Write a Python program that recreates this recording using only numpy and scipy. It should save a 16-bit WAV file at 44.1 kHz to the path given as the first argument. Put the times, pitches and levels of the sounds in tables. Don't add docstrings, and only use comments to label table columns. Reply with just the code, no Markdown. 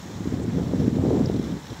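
import sys
import numpy as np
from scipy.fft import rfft, irfft, next_fast_len
from scipy.io import wavfile
from scipy.ndimage import uniform_filter1d, map_coordinates

SR = 44100
rng = np.random.default_rng(int(sys.argv[2]) if len(sys.argv) > 2 else 0)


def master_out(mix):
    frames = np.transpose(np.atleast_2d(mix))
    ceiling = np.clip(frames, -1, 1)
    pcm = np.round(ceiling * 32767).astype(np.int16)
    wavfile.write(sys.argv[1], SR, pcm)


N = 79380

# (time [s], level [dB])
GUST_STRENGTH = [(0, -46), (.05, -40), (.17, -37), (.21, -34), (.26, -33), (.30, -31), (.33, -30),
                 (.36, -28), (.43, -28.5), (.485, -26.5), (.52, -28.5), (.585, -24.5), (.65, -28.5),
                 (.73, -22.5), (.775, -28), (.815, -23), (.87, -24.5), (.91, -31), (.96, -24.5),
                 (1.04, -23), (1.125, -20), (1.235, -21.5), (1.29, -28), (1.37, -25), (1.425, -31.5),
                 (1.55, -29.5), (1.61, -45.5), (1.685, -46.5), (1.725, -31.5), (1.77, -52.5), (1.8, -36.5)]
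# (frequency [Hz], relative level [dB])
RUMBLE_SPECTRUM = [(20, -19), (32, -15), (48, -22), (65, -4.5), (85, -6), (125, -6.5), (200, -4),
                   (400, -83), (800, -88)]
BODY_SPECTRUM = [(50, -39), (100, -6), (140, -2.5), (200, -4), (290, -2.5), (350, -11), (440, -13),
                 (600, -23.5), (900, -39), (1500, -70), (3000, -85)]
FLUTTER_SPECTRUM = [(120, -40), (260, 7), (380, -11), (520, -5), (700, -10), (1000, -17), (1400, -29.5),
                    (3000, -82)]
# (frequency [Hz], relative level [dB])
AIR_SPECTRUM = [(30, 2), (100, 14.5), (350, 2.5), (570, 5.5), (850, 8), (1350, 1.5), (1900, 1.5),
                (2700, -7), (3550, -4.5), (4700, -7.5), (5400, -6.5), (6500, -7), (7400, -6), (9000, -22),
                (15800, -24)]
LEAF_SPECTRUM = [(1500, -10), (2700, -7), (3550, -0.5), (4200, -2.5), (4750, -17), (5500, -0.5),
                 (7200, -21), (9000, -20.5), (15800, -26)]
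# (time [s], level [dB])
RUSTLE_LEVEL = [(0, -53.5), (.38, -59), (.55, -53.5), (.74, -57.5), (.83, -52.5), (.98, -61), (1.18, -54.5),
                (1.47, -52.5), (1.58, -55.5), (1.69, -51), (1.8, -54)]
# (centre [Hz], half-width [Hz], level [dB])
WHISTLE_BANDS = [(7350, 33, -74), (14670, 120, -74)]
# (time [s], envelope peak [dB], frequency [Hz], share of steep edge [ratio])
EDDY_STRIKES = [(.159, -29, 91, 0.074), (0.2082, -21, 244, 0), (.258, -18, 280, 0),
                (0.275, -15, 246, 0.095), (0.286, -24.5, 90, 0), (.326, -18, 304, 0),
                (0.342, -13.5, 205, 0.053), (0.482, -17, 212, 0.068), (0.492, -21, 114, .2),
                (.535, -18, 204, 0), (.573, -13, 183, 0), (.5845, -15, 305, 0.25),
                (0.599, -19.5, 235, 0.62), (0.634, -22, 100, 0), (0.737, -14.5, 383, 0.14),
                (0.748, -12, 194, 0), (0.803, -11, 234, 0.18), (0.8813, -7.5, 231, 0.19),
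                (.931, -13, 197, 0), (0.97, -9.5, 232, 0), (.9865, -20, 553, .1), (.996, -17, 92, 0.24),
                (1.039, -9, 250, 0.07), (1.052, -15.5, 378, 0.27), (1.069, -11, 265, 0.25),
                (1.107, -13.5, 480, 0.24), (1.113, -9.5, 330, 0.17), (1.129, -13, 340, .1),
                (1.146, -9.5, 252, 0.21), (1.153, -12, 306, 0), (1.213, -11, 198, 0.26),
                (1.2994, -11.5, 330, 0.29), (1.346, -17.5, 206, 0.46), (1.398, -13, 269, 0.097),
                (1.441, -22.5, 247, 0.12), (1.721, -27.5, 308, 0.13)]
# (time [s], half-width [s], level [dB], centre [Hz], half-width [Hz])
SWISH_EVENTS = [(.435, 0.0088, -52, 6600, 1800), (.5, .02, -50.5, 1920, 750),
                (0.585, 0.0031, -45, 1380, 202)]
# (time [s], envelope peak [dB], centre [Hz])
TICK_CHIRPS = [(1.2590, -28, 5140), (1.363, -37.5, 3950)]


def amp(db):
    return 10 ** (np.asarray(db) / 20)


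def unit(x):
    return x / np.sqrt(np.mean(x ** 2) + 1e-20)


def clock():
    return np.arange(N) / SR


def bell(offset, half_width):
    return np.exp(-.5 * (offset / half_width) ** 2)


def wobble(rate):
    return map_coordinates(rng.standard_normal(1024), [clock() * rate + 2], mode="wrap")


def filtered(x, response):
    size = next_fast_len(N + 8192)
    return irfft(rfft(x, size) * response(np.fft.rfftfreq(size, 1 / SR)), size)[:N]


def noise(spectrum):
    knots_hz, db = np.transpose(spectrum)
    response = lambda hz: amp(np.interp(np.log(hz + 1), np.log(knots_hz), db))
    return unit(filtered(rng.standard_normal(N), response))


def band(centre_hz, half_width_hz):
    return unit(filtered(rng.standard_normal(N), lambda hz: bell(hz - centre_hz, half_width_hz)))


def turbulence(spectrum, lumps_db, rate):
    pressure = noise(spectrum)
    power = uniform_filter1d(uniform_filter1d(pressure ** 2, size=1300), size=1300)
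    envelope = np.sqrt(np.abs(power) + 1e-9)
    return unit(pressure / envelope * amp(lumps_db * wobble(rate)))


def wind():
    reference_db, settle_s = -24, 0.076
    gust_db = np.interp(clock(), *np.transpose(GUST_STRENGTH)) - reference_db
    mean_gust_db = uniform_filter1d(gust_db, size=int(settle_s * SR))
    rumble = amp(-29.5 + 0.65 * gust_db) * turbulence(RUMBLE_SPECTRUM, lumps_db=1.5, rate=14)
    body = amp(-24.5 + gust_db) * turbulence(BODY_SPECTRUM, lumps_db=2, rate=70)
    flutter = amp(-37 + 2.05 * mean_gust_db) * turbulence(FLUTTER_SPECTRUM, lumps_db=0.5, rate=190)
    displaced_share, half_width_s = 0.15, 0.0041
    at_eddy = np.max([bell(clock() - time_s, half_width_s) for time_s, *_ in EDDY_STRIKES], axis=0)
    return (rumble + body + flutter) * (1 - displaced_share * at_eddy)


def outdoor_hiss():
    level_db = -44 + .4 * wobble(rate=11.4) + .65 * wobble(rate=55.3)
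    return amp(level_db) * noise(AIR_SPECTRUM)


def leaves():
    level_db = np.interp(clock(), *np.transpose(RUSTLE_LEVEL)) + 3.4 * wobble(rate=200)
    return amp(level_db) * noise(LEAF_SPECTRUM)


def microphone_hiss():
    hiss = amp(-65.5) * noise([(1000, 0), (15800, 0.0047)])
    for centre_hz, half_width_hz, db in WHISTLE_BANDS:
        hiss += amp(db) * band(centre_hz, half_width_hz)
    return hiss


def sizzle():
    level_db, half_amplitude_s, fade_s = -59.5, 0.33, .03
    envelope = .5 - .5 * np.tanh((clock() - half_amplitude_s) / fade_s)
    return amp(level_db) * envelope * band(centre_hz=6600, half_width_hz=300)


def eddies():
    half_width_cycles, edge_frequency_ratio = 0.41, 1.88
    swing = lambda cycles: bell(cycles, half_width_cycles) * np.sin(2 * np.pi * cycles)
    pressure = np.zeros(N)
    for time_s, db, hz, edge_share in EDDY_STRIKES:
        cycles = (clock() - time_s) * hz
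        pressure += amp(db) * (swing(cycles) + edge_share * swing(edge_frequency_ratio * cycles))
    return pressure


def swishes():
    return sum(amp(db) * bell(clock() - time_s, half_width_s) * band(centre_hz, half_width_hz)
               for time_s, half_width_s, db, centre_hz, half_width_hz in SWISH_EVENTS)


def ticks():
    half_width_s, rise_hz_per_s = 0.00041, 900000
    repeat_s, repeat_loss_db = .0038, 5
    pressure = np.zeros(N)
    for time_s, db, hz in TICK_CHIRPS:
        for repeat in range(2):
            t = clock() - time_s - repeat * repeat_s
            phase = 2 * np.pi * (hz * t + .5 * rise_hz_per_s * t * t)
            pressure += amp(db - repeat * repeat_loss_db) * bell(t, half_width_s) * np.sin(phase)
    return pressure


def scene():
    continuous = wind() + outdoor_hiss() + leaves() + microphone_hiss()
    return (continuous + sizzle() + eddies() + swishes() + ticks())[None]


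def record(dry):
    low_cut_hz, top_hz = 46, 15750
    high_pass = lambda hz: 1 - 1 / (1 + (hz / low_cut_hz) ** 6)
    return np.array([filtered(x, lambda hz: high_pass(hz) * (hz < top_hz)) for x in dry])


dry = scene()
out = record(dry)
master_out(out)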